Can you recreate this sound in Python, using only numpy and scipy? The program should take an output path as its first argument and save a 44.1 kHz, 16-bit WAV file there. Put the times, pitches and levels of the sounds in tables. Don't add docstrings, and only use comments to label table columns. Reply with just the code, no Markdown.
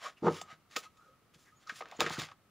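import sys
import numpy as np
from scipy import signal
from scipy.fft import rfft, irfft, next_fast_len
from scipy.io import wavfile
from scipy.ndimage import map_coordinates

SR = 44100
rng = np.random.default_rng(int(sys.argv[2]) if len(sys.argv) > 2 else 0)


def waveform_to_disk(signal):
    frames = np.transpose(np.atleast_2d(signal))
    scaled = np.clip(frames, -1, 1) * 32767
    samples = np.round(scaled).astype(np.int16)
    wavfile.write(sys.argv[1], SR, samples)


N = 110250
TIME = np.arange(N) / SR
HIT_TIME = np.arange(SR // 3) / SR

# peak_s, rise_s, fall_s, level_db, tilt_db_per_octave
CARD_SLIDES = [(0.061, 0.083, 0.069, -43.5, -1.1), (0.182, 0.021, .03, -64.5, 0.5),
               (0.268, 0.057, 0.032, -46.5, -2.5), (0.356, 0.092, 0.093, -45.5, 0.85),
               (0.521, .09, 0.049, -53.5, -3), (0.717, 0.025, 0.17, -56, 1),
               (.785, 0.038, 0.041, -40.5, 4.5), (.843, 0.042, 0.044, -51.5, 0.5),
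               (1.039, 0.29, 0.2, -71.5, 5), (1.345, 0.013, 0.027, -59, 2), (1.41, 0.094, 0.18, -61.5, 5.5),
               (1.621, 0.045, 0.059, -65, 1), (1.70, .05, 0.078, -51.5, -1),
               (1.775, 0.057, 0.062, -47.5, 3), (1.87, 0.16, 0.17, -60, -7.5),
               (1.965, 0.15, 0.034, -59.5, -1.5), (2.011, 0.028, 0.094, -37.5, -1.5),
               (2.072, 0.04, 0.077, -41, -4.5), (2.133, 0.057, 0.054, -39.5, 0.4),
               (2.205, 0.051, 0.086, -39, -.5), (2.315, 0.11, 0.028, -58, -4)]
# pitch_hz, level_db
PAPER_COLOUR = [(100, -39), (350, -17.5), (570, -2), (880, -4), (1300, 3), (2500, 1), (4400, -3),
                (7000, -6.5), (10000, -1.5), (15000, -15)]
# peak_s, half_length_s, level_db, pitch_hz,
# glide_octaves_per_s, width_hz
SINGING_BANDS = [(0.065, 0.018, -42, 1179, 7, 258), (.06, 0.018, -51.5, 600, 2.5, 130),
                 (0.179, 0.012, -63, 2710, -1.5, 450), (0.36, 0.097, -59.5, 1271, -0.5, 163),
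                 (0.494, 0.04, -60, 1260, 1, 149), (.272, .02, -36, 899, 1, 348),
                 (0.856, .015, -57.5, 1330, -5.5, 190), (1.019, 0.043, -63, 1340, 2.5, 220),
                 (1.093, 0.042, -67.5, 1293, 0, 110), (1.095, 0.038, -69, 525, 0.5, 59),
                 (1.482, 0.022, -63.5, 1746, 1.5, 598), (1.532, 0.02, -69.5, 1257, 1, 121),
                 (1.581, 0.025, -72, 6840, 0.5, 414), (1.675, 0.0051, -48.5, 1313, -1, 139),
                 (1.702, 0.0054, -42, 1605, -0.5, 300), (1.969, 0.0049, -57, 6700, -8, 600),
                 (2.172, 0.013, -44, 1380, 1.5, 403)]
# start_s, level_db, treble_corner_hz
TABLE_THUMPS = [(0.223, -29, 378), (.232, -32, 800), (0.241, -19.5, 220), (.245, -29.5, 1006),
                (0.256, -25, 704), (.266, -21.5, 1400), (.273, -20.5, 663), (.279, -21, 1250),
                (.297, -31, 800), (0.311, -32.5, 650), (0.33, -45, 318), (0.361, -50, 800),
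                (0.526, -43.5, 161), (.764, -43, 600), (1.355, -45, 167), (1.721, -42, 170),
                (1.991, -35.5, 595), (2.010, -30, 903), (2.021, -21, 133.8), (2.039, -35, 506),
                (2.062, -33, 500), (2.104, -29, 190), (2.182, -23, 201), (2.198, -29.5, 150),
                (2.221, -30.5, 145)]
# pitch_hz, level_db
BLOW_COLOUR = [(30, -20.5), (70, -13), (120, -6), (200, -1.5), (400, -3.5), (650, -9), (1000, -9),
               (1350, 0), (1550, -11), (3000, -25), (5000, -27), (12000, -41)]
# pitch_hz, level_db, decay_s (time to fall 60 dB)
TABLE_MODES = [(95.2, -22, 0.38), (154.1, -12.5, 0.18), (198, -15.5, 0.19), (319.6, 0, 0.085),
               (378.7, -2.5, 0.073), (465.6, 4, 0.099), (590, -6.5, 0.12), (726, -14, 0.16),
               (827.4, -1.5, 0.062), (919.5, -3.5, 0.08), (1070, -12, 0.09)]
# start_s, level_db, decay_s, pitch_hz
PITCHED_HITS = [(.268, -42, 0.051, 1990), (.279, -40, .09, 1720), (.414, -41, 0.047, 720),
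                (0.4136, -32.5, 0.021, 2500), (.414, -37, 0.058, 7600), (0.757, -41.5, 0.059, 1680),
                (.764, -29.5, 0.025, 3050), (0.764, -36, 0.065, 1340), (0.764, -39, 0.071, 525),
                (1.671, -51, 0.057, 4900), (1.6942, -34, 0.057, 1600), (1.806, -35, 0.033, 814),
                (1.809, -42.5, 0.092, 512), (1.809, -40, 0.047, 1890), (1.821, -35.5, 0.025, 1180),
                (1.8559, -42, 0.038, 1320), (1.9134, -48.5, .03, 2000), (1.921, -42.5, 0.063, 760),
                (1.946, -50, 0.055, 700), (1.9918, -44, 0.029, 1000), (1.997, -37.5, 0.022, 3000),
                (2.005, -10, .005, 2450), (2.008, -22.5, 0.032, 918), (2.016, -33, .06, 550),
                (2.017, -28, 0.037, 1217), (2.041, -27.5, 0.015, 1200), (2.062, -27, 0.043, 1650),
                (2.104, -34, 0.044, 835), (2.198, -33, 0.033, 1740), (2.219, -29.5, 0.018, 1550),
                (2.2865, -38, 0.021, 1170), (2.315, -45.5, 0.042, 1108)]
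# start_s, level_db, decay_s
EDGE_SNAPS = [(0.4149, -40.5, 0.0123), (0.763, -27.5, 0.055), (0.7669, -27.5, 0.02), (0.972, -61.5, 0.046),
              (1.694, -43, 0.034), (1.8864, -51, 0.012), (1.9133, -43.5, 0.011), (2.0056, -12, 0.007),
              (2.0113, -31.5, 0.085), (2.064, -42, .03), (2.0977, -29, .007), (2.1897, -32.5, .012),
              (2.1973, -31, 0.02), (2.2184, -33, 0.017), (2.252, -40, 0.009)]
# pitch_hz, width_hz, level_db
PACK_RESONANCES = [(560, 250, -6), (1310, 250, 1.5), (1750, 400, -2), (2500, 280, 2.5), (3630, 340, 3.5),
                   (5100, 600, -3), (6860, 690, -3), (10500, 6600, -6)]
# start_s, length_s, level_db, pitch_hz
EDGE_FLURRIES = [(1.80, 0.19, -54.5, 2320), (2.012, .105, -34, 2100), (2.184, 0.07, -33, 2760),
                 (2.261, .06, -50, 1700)]
# pitch_hz, decay_s (time to fall 60 dB)
ROOM_DECAY = [(150, 0.35), (1000, 0.27), (4000, .2), (14000, 0.086)]
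# pitch_hz, level_db
MIC_RESPONSE = [(20, 0.5), (7400, -1), (7900, -13), (12000, -16.5), (13800, -22), (15000, -3.5),
                (15600, -14.5)]
# pitch_hz, level_db
ROOM_TONE_COLOUR = [(15, -17), (30, -14.5), (60, -7.5), (110, -2.5), (250, -5.5), (500, -11), (1000, -15),
                    (1270, -7), (1500, -16), (2200, -18), (7700, -30), (15500, -31.5)]

SLIDE_FADE_DB = 25.5
GRAINS_PER_S, GRAIN_SHARE = 1500, 0.38
RIPPLE_DB, RIPPLE_HZ = 1.5, 259.5
JUDDER_DB, JUDDER_PER_S = 1.25, 130
THUMP_DECAY_S, TABLE_DB = 0.037, -6
BODY_SHARPNESS, BODY_ATTACK_S = 3.8, 0.0008
BODY_BASS_END, BODY_TREBLE_END = 0.68, 4.4
FLICKS_PER_S, FLICK_DECAY_S = 210, 0.0066
FLICK_SPREAD_DB, FLURRY_FALL_DB = 5.5, 4.5
RING_HZ, RING_DECAY_S = 1276.5, 0.1
TAIL_DB, WALL_DB, RING_DB = -20, -11, -21.5
ROOM_TONE_DB, SIDE_HISS_DB = -70, -77
MIC_BASS_HZ, TOP_HZ = 86, 15700


def amp(db):
    return 10 ** (np.asarray(db) / 20)


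def unit(x):
    return x / np.sqrt(np.mean(x ** 2) + 1e-20)


def along(points, hz):
    point_hz, value = np.transpose(points)
    return np.interp(np.log(hz + 1), np.log(point_hz + 1), value)


def fade(t, decay_s):
    return np.exp(-np.log(1000) * t / np.maximum(decay_s, 1e-3))


def coloured(x, gain, keep_power=True):
    m = 2 * next_fast_len(x.shape[-1])
    g = gain(np.fft.rfftfreq(m, 1 / SR))
    if keep_power:
        g = unit(g)
    cepstrum = irfft(np.log(np.maximum(g, 1e-6)), m)
    cepstrum[1:m // 2] *= 2
    cepstrum[m // 2 + 1:] = 0
    response = np.exp(rfft(cepstrum))
    return irfft(rfft(x, m) * response, m)[..., :x.shape[-1]]


def add(track, s, x):
    i = max(round(s * SR), 0)
    track[i:i + len(x)] += x[:max(N - i, 0)]


def uneven(position):
    return map_coordinates(rng.standard_normal(2048), [position], mode="wrap")


def burst(decay_s):
    env = fade(HIT_TIME, decay_s)
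    x = rng.standard_normal(len(HIT_TIME)) * env
    for _ in range(2):
        flat = irfft(np.exp(1j * np.angle(rfft(x))), len(x))
        x = flat * env ** .25
    return unit(x) * np.sqrt(np.mean(env ** 2))


def slides():
    out = np.zeros(N)
    for peak_s, rise_s, fall_s, db, tilt in CARD_SLIDES:
        away = np.maximum((peak_s - TIME) / rise_s, (TIME - peak_s) / fall_s)
        grains = unit((rng.random(N) < GRAINS_PER_S / SR) * rng.standard_normal(N))
        rub = np.sqrt(GRAIN_SHARE) * grains + np.sqrt(1 - GRAIN_SHARE) * rng.standard_normal(N)
        stroke_db = db - SLIDE_FADE_DB * np.abs(away) ** 1.614
        judder_db = JUDDER_DB * uneven(TIME * JUDDER_PER_S)

        def paper(f):
            grip_db = RIPPLE_DB * uneven(f / RIPPLE_HZ)
            return amp(along(PAPER_COLOUR, f) + tilt * np.log2(f + 100) + grip_db)
        out += coloured(rub * amp(stroke_db + judder_db), paper)
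    return out


def hollows():
    out = np.zeros(N)
    u = HIT_TIME - HIT_TIME.mean()
    for peak_s, half_s, db, hz, glide, width_hz in SINGING_BANDS:
        phase = 2 * np.pi * np.cumsum(hz * 2 ** (glide * u)) / SR
        band = coloured(rng.standard_normal((2, len(u))), lambda f: 1 / (1 + (2 * f / width_hz) ** 2))
        env = np.exp(-(u / half_s) ** 2)
        tone = env * (band[0] * np.cos(phase) + band[1] * np.sin(phase))
        tone = unit(tone) * np.sqrt(np.mean(env ** 2))
        start_s = peak_s + u[0]
        cut = max(round(-start_s * SR), 0)
        add(out, start_s, amp(db) * tone[cut:])
    return out


def table_ring():
    ring = np.zeros(len(HIT_TIME))
    for k, (hz, db, decay_s) in enumerate(TABLE_MODES):
        strength = (-1) ** k * amp(db + rng.normal(0, 1))
        ring += strength * fade(HIT_TIME, decay_s) * np.sin(2 * np.pi * hz * HIT_TIME)
    return ring * (1 - fade(HIT_TIME, 0.013))


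def thumps():
    out = np.zeros(N)
    for s, db, corner_hz in TABLE_THUMPS:
        blow = coloured(burst(THUMP_DECAY_S), lambda f: amp(along(BLOW_COLOUR, f)))
        blow = blow + amp(TABLE_DB) * table_ring()
        dulled = coloured(blow, lambda f: 1 / np.hypot(1, (f / corner_hz) ** 2.47), keep_power=False)
        add(out, s, amp(db) * dulled)
    return out


def pitched_hit(decay_s, hz):
    def body(f):
        bass_cut = np.hypot(1, (BODY_BASS_END * hz / (f + 1)) ** 2)
        treble_cut = np.hypot(1, (f / (BODY_TREBLE_END * hz)) ** 2)
        peak = 1 / np.hypot(1, BODY_SHARPNESS * (f / hz - hz / (f + 1)))
        return peak / (bass_cut * treble_cut)
    return coloured(burst(decay_s) * (1 - np.exp(-HIT_TIME / BODY_ATTACK_S)), body)


def pitched_hits():
    out = np.zeros(N)
    for s, db, decay_s, hz in PITCHED_HITS:
        add(out, s, amp(db) * pitched_hit(decay_s, hz))
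    return out


def snaps():
    def pack(f):
        power = 0
        for hz, width_hz, db in PACK_RESONANCES:
            power = power + amp(db) ** 2 / (1 + ((f - hz ** 2 / (f + 1)) / width_hz) ** 2)
        return np.sqrt(power)
    out = np.zeros(N)
    for s, db, decay_s in EDGE_SNAPS:
        add(out, s, amp(db) * coloured(burst(decay_s), pack))
    return out


def flurries():
    out = np.zeros(N)
    for start_s, length_s, db, hz in EDGE_FLURRIES:
        for k, (late, size, pitch) in enumerate(rng.standard_normal((48, 3))):
            s = (k + .5 * late) / FLICKS_PER_S
            if s < length_s:
                flick_db = db + FLICK_SPREAD_DB * min(size, 1) - FLURRY_FALL_DB * s / length_s
                flick_hz = hz * 2 ** (.7 * pitch)
                add(out, start_s + s, amp(flick_db) * pitched_hit(FLICK_DECAY_S, flick_hz))
    return out


def room(x):
    hz, t, z = signal.stft(rng.standard_normal(len(HIT_TIME)), SR, nperseg=256)
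    z = z * fade(t, along(ROOM_DECAY, hz)[:, None])
    tail = signal.istft(z, SR, nperseg=256)[1][:len(HIT_TIME)]
    tail = tail * (1 - fade(HIT_TIME, 0.029))
    walls = np.zeros(len(HIT_TIME))
    delays = rng.uniform(0.0018, .022, size=14)
    walls[(delays * SR).astype(int)] = rng.choice([-1, 1], size=14) * fade(delays, 0.091)
    ring = np.sin(2 * np.pi * RING_HZ * HIT_TIME) * fade(HIT_TIME, RING_DECAY_S)
    parts = [(TAIL_DB, tail), (WALL_DB, walls), (RING_DB, ring)]
    answer = sum(amp(db) * h / np.linalg.norm(h) for db, h in parts)
    return x + signal.fftconvolve(x, answer)[:N]


def mic(f):
    bass_cut = .01 + 1 / np.hypot(1, (MIC_BASS_HZ / (f + 1)) ** 3)
    return amp(along(MIC_RESPONSE, f)) * bass_cut


def scene():
    cards = room(slides() + hollows() + thumps() + pitched_hits() + snaps() + flurries())
    cards = coloured(cards, mic, keep_power=False)
    tone = coloured(rng.standard_normal(N), lambda f: amp(along(ROOM_TONE_COLOUR, f)))
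    side = coloured(rng.standard_normal(N), lambda f: (f + 20) ** -.4)
    middle = cards + amp(ROOM_TONE_DB) * tone
    side = amp(SIDE_HISS_DB) * side
    return np.array([middle + side, middle - side])


def record(dry):
    m = next_fast_len(N + SR // 4)
    keep = np.fft.rfftfreq(m, 1 / SR) < TOP_HZ
    return irfft(rfft(dry, m) * keep, m)[:, :N]


dry = scene()
out = record(dry)
waveform_to_disk(out)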